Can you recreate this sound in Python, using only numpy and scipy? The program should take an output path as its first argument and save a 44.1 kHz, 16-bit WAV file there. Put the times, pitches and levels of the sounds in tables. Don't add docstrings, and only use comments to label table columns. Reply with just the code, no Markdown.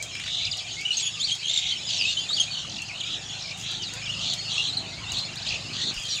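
import sys
import numpy as np
from scipy import signal
from scipy.fft import rfft, irfft, next_fast_len
from scipy.io import wavfile
from scipy.ndimage import uniform_filter1d, map_coordinates

SR = 44100
rng = np.random.default_rng(int(sys.argv[2]) if len(sys.argv) > 2 else 0)


def persist_wave(psi):
    counts = np.round(np.clip(psi, -1, 1) * 32767).astype(np.int16)
    wavfile.write(sys.argv[1], SR, np.atleast_2d(counts).T)


N = 273420

# t/s, engine level/dB, stream level/dB
BED_LEVELS = [(0, -56.5, -51.5), (1.2, -53, -53), (2.3, -52.5, -50), (3.3, -48, -50), (4.4, -46.5, -48.5),
              (5, -47, -47), (5.9, -47, -47.5), (6.2, -54, -50.5)]
# t/s, firing rate/Hz
FIRING_RATE = [(0, 28.1), (3, 25.3), (4.3, 26.8), (6.2, 24.8)]
# f/Hz, gain/dB
EXHAUST_EQ = [(25, -26), (53, -8.5), (80, -19), (106, 3.5), (133, 0.5), (160, 1), (187, -4.5), (235, -29.5),
              (330, -15), (600, -34.5), (1500, -61), (5000, -115)]
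# f/Hz, gain/dB
STREAM_EQ = [(20, -42), (45, 1.5), (100, 12), (200, 7), (330, -0.5), (480, -3), (720, 4), (1000, -3.5),
             (1300, -1.5), (1800, -3.5), (4000, -6), (9000, -52), (15500, -59)]
# f/Hz, gain/dB
FLOCK_EQ = [(1000, -43.5), (1900, -5), (2700, -3), (3600, -2.5), (4600, -3), (5500, -4.5), (6800, 1.5),
            (8200, -9), (10000, -21.5), (13000, -35.5), (16000, -42)]
# t/s, level/dB
FLOCK_LEVELS = [(0.0, -34.5), (1.67, -33), (2.3, -32), (2.73, -36), (3.47, -36), (4.65, -32.5), (4.82, -37),
                (6.2, -33)]
# fundamental f/Hz, octave level/dB
OCTAVE_LEVELS = [(2200, -29), (2650, -13), (2950, -25.5), (3230, -9), (3400, -4.5), (3700, -13.5),
                 (4300, -30.5), (5200, -45)]
# t/s, length/s, start f/Hz, end f/Hz, end level/dB
WHISTLES = [(0, 0.021, 2270, 2360, -30.5), (0.661, 0.058, 3440, 2710, -41.5),
            (0.707, 0.043, 3280, 2920, -36), (.718, 0.029, 6550, 6490, -34.5),
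            (0.762, .078, 2086, 2340, -32.5), (0.917, .042, 3810, 4840, -27.5),
            (1.017, 0.082, 3393, 3372, -23.5), (1.127, 0.061, 3760, 2480, -36.5),
            (1.19, 0.074, 2960, 4900, -19.5), (1.866, 0.04, 5100, 4820, -32),
            (1.974, 0.062, 5800, 4470, -25.5), (2.028, 0.098, 2445, 2980, -25.5),
            (2.059, .073, 3680, 3760, -26), (2.165, 0.039, 3020, 3200, -24),
            (2.202, 0.053, 3390, 3510, -30), (2.287, 0.04, 3590, 3980, -22),
            (2.328, 0.023, 4200, 4820, -19.5), (2.361, 0.035, 3790, 2820, -24.5),
            (2.507, .045, 4560, 4336, -31), (2.879, 0.043, 3090, 2120, -35.5),
            (2.92, 0.048, 2480, 2980, -34), (3.016, 0.088, 2260, 2680, -38.5),
            (3.778, 0.081, 3390, 2805, -35), (3.816, 0.041, 7100, 4460, -34.5),
            (3.822, 0.082, 4970, 3560, -33.5), (4.087, .024, 2697, 3030, -23.5),
            (4.375, .14, 4280, 4450, -33.5), (4.642, .019, 4600, 3020, -30),
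            (4.672, 0.051, 4350, 3710, -27), (4.722, 0.03, 3900, 4520, -26.5),
            (4.907, 0.1, 2043, 2300, -43), (5.065, 0.057, 3400, 4200, -30.5),
            (5.161, 0.037, 3750, 4370, -24), (5.199, 0.069, 3930, 4400, -30.5),
            (5.962, 0.023, 3570, 2550, -33.5), (5.982, 0.11, 3450, 3160, -35),
            (6.081, 0.062, 5900, 5620, -32.5), (6.095, 0.084, 5450, 3330, -29.5),
            (6.16, 0.044, 3300, 2184, -33.5)]
# f/Hz, gain/dB
BANK_EQ = [(1000, 5), (2000, -2.5), (7300, -3), (8500, 0), (10500, -16), (13000, 4), (16000, -34)]
# t/s, level/dB
SNAPS = [(0.0258, -25), (0.5711, -35), (0.812, -37.5), (1.3516, -35), (2.82, -34), (3.715, -36),
         (3.9367, -31), (4.3368, -30.5), (5.1198, -27.5), (5.1861, -34), (5.357, -38), (5.9417, -34),
         (6.0526, -36)]
# t/s, length/s, level/dB
RUSTLES = [(3.568, 0.084, -44.5), (5.931, 0.49, -47)]
# f/Hz, gain/dB
STALK_EQ = [(600, -28), (2000, 7), (4500, 11.5), (7000, 23), (9500, 5.5), (13000, -3), (15500, -4.5)]
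# t/s, level/dB
CLUCKS = [(0.149, -32), (0.166, -38), (0.196, -30.5), (0.236, -32), (0.26, -33.5), (0.277, -34.5)]
# f/Hz, gain/dB
CLUCK_EQ = [(900, -39), (1600, -15.5), (2400, -7), (2900, -6), (3600, -14), (9000, -25.5), (14000, -51)]
# t/s, length/s, f/Hz, level/dB, harshness/0-1
RASPS = [(0.245, 0.24, 3730, -28, .12), (.292, 0.14, 3000, -36.5, 0), (.911, 0.06, 4230, -33, 0.8),
         (0.963, 0.066, 4200, -28.5, 0.9), (1.034, 0.069, 2847, -31.5, .2), (1.265, 0.067, 4100, -29.5, 1),
         (1.465, 0.14, 3600, -28.5, 0.61), (1.602, 0.13, 3530, -27, 0.3), (1.877, 0.12, 3750, -27.5, 0.91),
         (2.038, 0.11, 3820, -29, 0.81), (2.343, 0.12, 4050, -33, 0.94), (2.509, 0.13, 3526, -35.5, 0.58),
         (3.044, 0.137, 3570, -31.5, 0.22), (3.301, 0.15, 3476, -40.5, 0.84),
         (3.617, 0.177, 3590, -31.5, .4), (4.196, 0.16, 3800, -27, 0.53), (4.481, .22, 3642, -27.5, 0.36),
         (5.126, 0.093, 3845, -29.5, 0.47), (5.443, .12, 3680, -32, 0.74), (5.727, .11, 3670, -30.5, 0.71),
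         (5.798, 0.12, 3967, -27, 0.32), (6.073, 0.097, 4075, -31, 0.6)]
# f/Hz, gain/dB
THROAT_EQ = [(1500, -12), (2300, -6.5), (2900, 2), (4400, 2.5), (5100, -4.5), (5800, 7.5), (6700, 3),
             (7600, -1.5), (8600, 0), (15000, -19)]
# t/s, length/s, dip rate/Hz, low f/Hz, high f/Hz, level/dB
WARBLES = [(0.388, 0.12, 22.4, 2235, 2850, -36), (1.195, 0.15, 35, 2230, 2900, -43),
           (1.457, 0.34, 56, 2090, 2910, -38), (4.153, 0.11, 25, 2740, 3200, -32),
           (5.223, 0.14, 25, 2280, 2750, -43), (5.634, 0.067, 16, 2700, 3090, -38)]
# t/s, notes, spacing/s, start f/Hz, end f/Hz, level/dB
TRILLS = [(.448, 3, 0.063, 5900, 2760, -30.5), (1.892, 3, 0.034, 4870, 2970, -26),
          (1.99, 6, 0.01, 3280, 2720, -26.5), (2.544, 3, 0.027, 3300, 2874, -29),
          (2.695, 5, 0.021, 7000, 3240, -36.5), (2.968, 6, .032, 4380, 2777, -31.5),
          (3.388, 8, 0.017, 5760, 3820, -33.5), (3.931, 4, 0.027, 2120, 1680, -49),
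          (4.014, 3, 0.024, 2250, 2470, -35), (4.052, 2, 0.069, 3750, 2570, -31.5),
          (4.53, 3, .045, 8650, 7750, -51), (4.768, 2, 0.03, 4390, 3940, -28.5),
          (4.805, 6, 0.017, 3100, 2420, -49), (5.035, 4, 0.026, 2890, 2700, -38),
          (5.354, 3, 0.054, 3260, 5290, -28.5), (5.386, 2, 0.06, 4610, 2450, -37),
          (5.504, 4, 0.017, 2960, 2380, -33), (5.781, 4, 0.018, 2090, 1830, -41.5)]
# t/s, notes, spacing/s, nominal f/Hz, level/dB
CHIPS = [(0.851, 3, 0.027, 3023, -23.5), (0.969, 1, 0.0255, 6930, -24.5), (1, 1, 0.02, 7650, -30),
         (1.28, 2, 0.035, 3367, -23.5), (1.428, 5, 0.013, 3310, -27.5), (1.496, 8, 0.013, 3780, -23.5),
         (1.714, 2, 0.036, 3120, -27.5), (2.397, 1, 0.034, 3340, -21.5), (2.627, 1, .05, 3060, -37.5),
         (2.764, 4, 0.018, 2825, -35), (3.227, 5, 0.025, 3510, -39.5), (3.443, 3, 0.033, 2450, -38),
         (4.479, 1, 0.032, 2910, -29.5), (4.577, 1, 0.067, 2960, -28.5)]
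# t/s, f/Hz, level/dB
SMACKS = [(2.304, 1224, -33.5), (2.647, 1194, -37), (4.566, 1200, -36.5)]
# t/s, length/s, start f/Hz, end f/Hz, level/dB
WHINES = [(3.9, 0.13, 450, 570, -50.5)]
# t/s, length/s, pulse rate/Hz, level/dB
GRUNTS = [(4.661, 0.24, 53, -51.5), (5.638, 0.13, 57, -47.5), (5.743, 0.21, 52, -47)]
# f/Hz, gain/dB
SNOUT_EQ = [(50, -46), (130, -7.5), (260, -1), (400, -6.5), (650, -30), (1200, -15), (3000, -51)]
# t/s, length/s, f/Hz, level/dB
BUMPS = [(5.951, .06, 40, -44.5)]


def amp(db):
    return 10 ** (np.asarray(db) / 20)


def unit(x):
    return x / np.sqrt(np.mean(x ** 2) + 1e-20)


def curves(rows):
    times, *columns = np.transpose(rows)
    return [np.interp(np.arange(N) / SR, times, column) for column in columns]


def wobble(rate, size=N):
    return map_coordinates(rng.standard_normal(1024), [np.arange(size) * rate / SR], mode="wrap")


def colour(x, points):
    m = 2 * next_fast_len(len(x) // 2 + 4096)
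    hz, db = np.transpose(points)
    gain = amp(np.interp(np.log(np.fft.rfftfreq(m, 1 / SR) + 1), np.log(hz), db))
    cepstrum = irfft(np.log(gain))
    cepstrum[1:m // 2] *= 2
    cepstrum[m // 2 + 1:] = 0
    return irfft(rfft(x, m) * np.exp(rfft(cepstrum)), m)[:len(x)]


def add(track, s, sound):
    part = track[max(0, round(s * SR)):][:len(sound)]
    part += sound[:len(part)]


def progress(length):
    return np.linspace(0, 1, max(int(length * SR), 16))


def swell(u, edge):
    return unit(np.sin(np.pi / 2 * np.clip(np.minimum(u, 1 - u) / edge, 0, 1)) ** 2)


def phase_of(hz):
    return 2 * np.pi * (np.cumsum(hz) / SR + rng.random())


def arc(length, start, middle, end):
    return np.polyval(np.polyfit([0, .5, 1], [start, middle, end], 2), progress(length))


def engine(scatter_db=0.4, puff=0.011):
    cycles = np.cumsum(curves(FIRING_RATE)[0]) / SR
    firings = np.diff(np.floor(cycles), prepend=0) * amp(scatter_db * wobble(25))
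    gas = puff * rng.standard_normal(N) * np.exp(-2 * (cycles % 1))
    return unit(colour(firings + gas, EXHAUST_EQ))


def stream(patchy_db=3.0):
    spectrum = signal.stft(rng.standard_normal(N), nperseg=1024)[2]
    patches = uniform_filter1d(rng.standard_normal(spectrum.shape), size=5, axis=0)
    patches = unit(uniform_filter1d(patches, size=9, axis=1))
    babble = signal.istft(spectrum * amp(patchy_db * patches))[1][:N]
    return unit(colour(babble, STREAM_EQ))


def note(pitch, db, waver=0.0095, glide_waver_s=0.00079, flicker_db=2.5, third_db=-12, edge=0.18):
    u = np.linspace(0, 1, len(pitch))
    glide_rate = abs(np.log(pitch[-1] / pitch[0])) * SR / len(u)
    roughness = waver + glide_waver_s * glide_rate
    phase = phase_of(pitch * (1 + roughness * wobble(598, len(u))))
    third_fade = np.clip((SR / 11 - pitch) / 500, 0, 1)
    third = amp(third_db) * np.sin(3 * phase) * third_fade
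    overtone_db = np.interp(pitch, *np.transpose(OCTAVE_LEVELS))
    overtone_db += 0.46 * (db + 26.5)
    tone = np.sin(phase) + amp(overtone_db) * (np.sin(2 * phase) + third)
    return np.sqrt(2) * tone * swell(u, edge) * amp(db + flicker_db * wobble(177, len(u)))


def bush_echo(x, t60=0.3, early_db=4, reflections=5, bank_gain=18):
    out, t = np.zeros(N), np.arange(SR // 3) / SR
    step = SR // 8
    padded = np.pad(x, (0, 2 * step))
    decay = amp(-60 * t / t60) * (1 + amp(early_db) * np.exp(-t / 0.0025)) * (t > .002)
    for start in range(0, N, step):
        tail = rng.standard_normal(len(t)) * decay
        delays = rng.integers(SR // 300, SR // 40, reflections)
        tail[delays] += bank_gain * rng.choice([-1, 1], reflections)
        piece = padded[start:start + 2 * step] * signal.windows.cosine(2 * step)
        add(out, start / SR, signal.fftconvolve(piece, tail / np.linalg.norm(tail)))
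    return out


def far_flock(count=700, echo_db=2, hiss=0.77):
    chirps = np.zeros(N)
    for k, (when, size, pitch, slope, bend, loud) in enumerate(rng.uniform(-1, 1, (count, 6))):
        contour_hz = 3600 * np.exp(.4 * pitch + np.array([0.1749 * slope, 0.0837 * bend, -.17 * slope]))
        chirp = note(arc(.03 * np.exp(.6 * size), *contour_hz), db=-26.5, waver=0.019)
        add(chirps, (k + 2 * when) / count * N / SR, amp(1.1 * loud) * chirp)
    chatter = unit(chirps + amp(echo_db) * bush_echo(chirps))
    return unit(colour(chatter + hiss * rng.standard_normal(N), FLOCK_EQ))


def slur(length, start_hz, end_hz, db, sag=0.14, climb_db_per_octave=11.5, fall_db_per_octave=-0.5):
    octaves = np.log2(end_hz / start_hz)
    middle_hz = np.sqrt(start_hz * end_hz) * 2 ** (sag * min(octaves, 0))
    swell_db = abs(octaves) * (climb_db_per_octave if octaves > 0 else fall_db_per_octave)
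    return note(arc(length, start_hz, middle_hz, end_hz), db) * amp(swell_db * (progress(length) - 1))


def whistles():
    out = np.zeros(N)
    for s, length, start_hz, end_hz, db in WHISTLES:
        add(out, s, slur(length, start_hz, end_hz, db))
    return out


def stalks(decay_s=0.0013, snap_db=-9, crackle_db=-58, count=70):
    snaps, litter = np.zeros(N), np.zeros(N)
    t = np.arange(SR // 10) / SR
    decay = np.exp(-t / decay_s) + 0.26 * np.exp(-t / 0.021)
    crackles = np.column_stack([rng.random(count) * N / SR, crackle_db + 4 * rng.standard_normal(count)])
    for s, db in np.vstack([SNAPS, crackles]):
        add(snaps, s, amp(db + snap_db) * rng.standard_normal(len(t)) * decay)
    for s, length, db in RUSTLES:
        u = progress(length)
        grit = rng.standard_normal(len(u)) * amp(4.3 * wobble(500, len(u)))
        add(litter, s, amp(db) * unit(colour(grit, STALK_EQ)) * swell(u, edge=0.098))
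    return colour(snaps, STALK_EQ) + litter


def clucks(length_s=0.0097):
    out, u = np.zeros(N), progress(length_s)
    for s, db in CLUCKS:
        add(out, s, amp(db) * unit(colour(rng.standard_normal(len(u)), CLUCK_EQ)) * swell(u, edge=0.3))
    return out


def rasp(length, hz, harsh, flutter_hz=167, rise=0.0342, upper_ratio=1.76, crescendo_db=3):
    u = progress(length)
    swing_hz = 192 + 535 * harsh
    chaos = 0.17 + 0.61 * harsh
    upper_db = -17 + 8 * harsh
    flap = phase_of(flutter_hz * (1 + 0.14 * chaos * wobble(120.7, len(u))))
    swing = 1.11 * np.cos(flap) + chaos * wobble(1300, len(u))
    pitch = hz * (1 + rise * (u - 0.5)) + swing_hz * swing
    upper_hz = upper_ratio * hz + 700 * wobble(1600, len(u))
    voice = np.sin(phase_of(pitch)) + amp(upper_db) * np.sin(phase_of(upper_hz))
    pulses = (1 + 0.083 * np.sin(flap)) * amp(3.3 * wobble(707, len(u)))
    return unit(voice * pulses * amp(crescendo_db * u)) * swell(u, edge=0.15)


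def rasps():
    out = np.zeros(N)
    for s, length, hz, db, harsh in RASPS:
        add(out, s, amp(db) * unit(colour(rasp(length, hz, harsh), THROAT_EQ)))
    return out


def warbles():
    out = np.zeros(N)
    for s, length, rate, low_hz, high_hz, db in WARBLES:
        dip = abs(np.sin(np.pi * rate * length * progress(length)))
        add(out, s, note(high_hz + (low_hz - high_hz) * dip, db, waver=0.013))
    return out


def repeats(s, notes, spacing, db, duty=0.66, longest_s=0.036, detune=0.0157, scatter_db=2.94):
    length = min(duty * spacing, longest_s)
    return [(s + k * spacing, length, 1 + detune * sharp, db - scatter_db * soft)
            for k, (sharp, soft) in enumerate(rng.standard_normal((round(notes), 2)))]


def trills():
    out = np.zeros(N)
    for s, notes, spacing, start_hz, end_hz, db in TRILLS:
        for when, length, tune, note_db in repeats(s, notes, spacing, db):
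            add(out, when, slur(length, tune * start_hz, tune * end_hz, note_db))
    return out


def chips(foot=0.9086, top=0.98):
    out = np.zeros(N)
    for s, notes, spacing, hz, db in CHIPS:
        for when, length, tune, note_db in repeats(s, notes, spacing, db):
            add(out, when, note(tune * hz * arc(length, foot, top, foot), note_db, edge=0.14))
    return out


def mud_smacks(length_s=0.021):
    out, u = np.zeros(N), progress(length_s)
    for s, hz, db in SMACKS:
        cavity = np.sin(phase_of(hz * (1 + 0.065 * wobble(930, len(u)))))
        add(out, s, amp(db) * cavity * np.exp(-2.5 * u) * swell(u, edge=0.042))
    return out


def piglet_whine():
    out = np.zeros(N)
    for s, length, start_hz, end_hz, db in WHINES:
        u = progress(length)
        pitch = (start_hz + (end_hz - start_hz) * u) * (1 + 0.027 * wobble(84, len(u)))
        voice = np.sin(np.outer(np.arange(1, 5), phase_of(pitch))).sum(0)
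        add(out, s, amp(db) * unit(voice) * swell(u, edge=0.33))
    return out


def grunts():
    out = np.zeros(N)
    for s, length, rate, db in GRUNTS:
        u = progress(length)
        cycle = phase_of(rate * (1 + .15 * wobble(60, len(u)))) / (2 * np.pi) % 1
        folds = np.exp(-6 * cycle) * (1 + 7 * rng.standard_normal(len(u)))
        add(out, s, amp(db) * unit(colour(folds, SNOUT_EQ)) * swell(u, edge=0.14))
    return out


def microphone_bump():
    out = np.zeros(N)
    for s, length, hz, db in BUMPS:
        u = progress(length)
        add(out, s, amp(db) * unit(np.sin(2 * np.pi * hz * length * u)) * swell(u, edge=0.59))
    return out


def scene(whistle_db=-2, trill_db=-1, chip_db=-0.5, warble_db=-3, scold_db=-0.5,
          echo_db=-7, flock_db=-3, water_db=4.5):
    engine_db, stream_db = curves(BED_LEVELS)
    chatter_db, = curves(FLOCK_LEVELS)
    song = amp(whistle_db) * whistles() + amp(trill_db) * trills()
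    song += amp(chip_db) * chips() + amp(warble_db) * warbles()
    birds = colour(song + amp(scold_db) * (rasps() + clucks()), BANK_EQ)
    distant = amp(chatter_db + flock_db) * far_flock() + amp(engine_db) * engine()
    water = amp(stream_db + water_db) * stream()
    echo = amp(echo_db) * bush_echo(birds)
    pigs = grunts() + piglet_whine() + mud_smacks() + stalks()
    return (birds + echo + distant + water + pigs + microphone_bump())[None]


def record(dry, top_hz=15800):
    m = next_fast_len(N + SR // 2)
    return irfft(rfft(dry, m) * (np.fft.rfftfreq(m, 1 / SR) < top_hz), m)[:, :N]


dry = scene()
out = record(dry)
persist_wave(out)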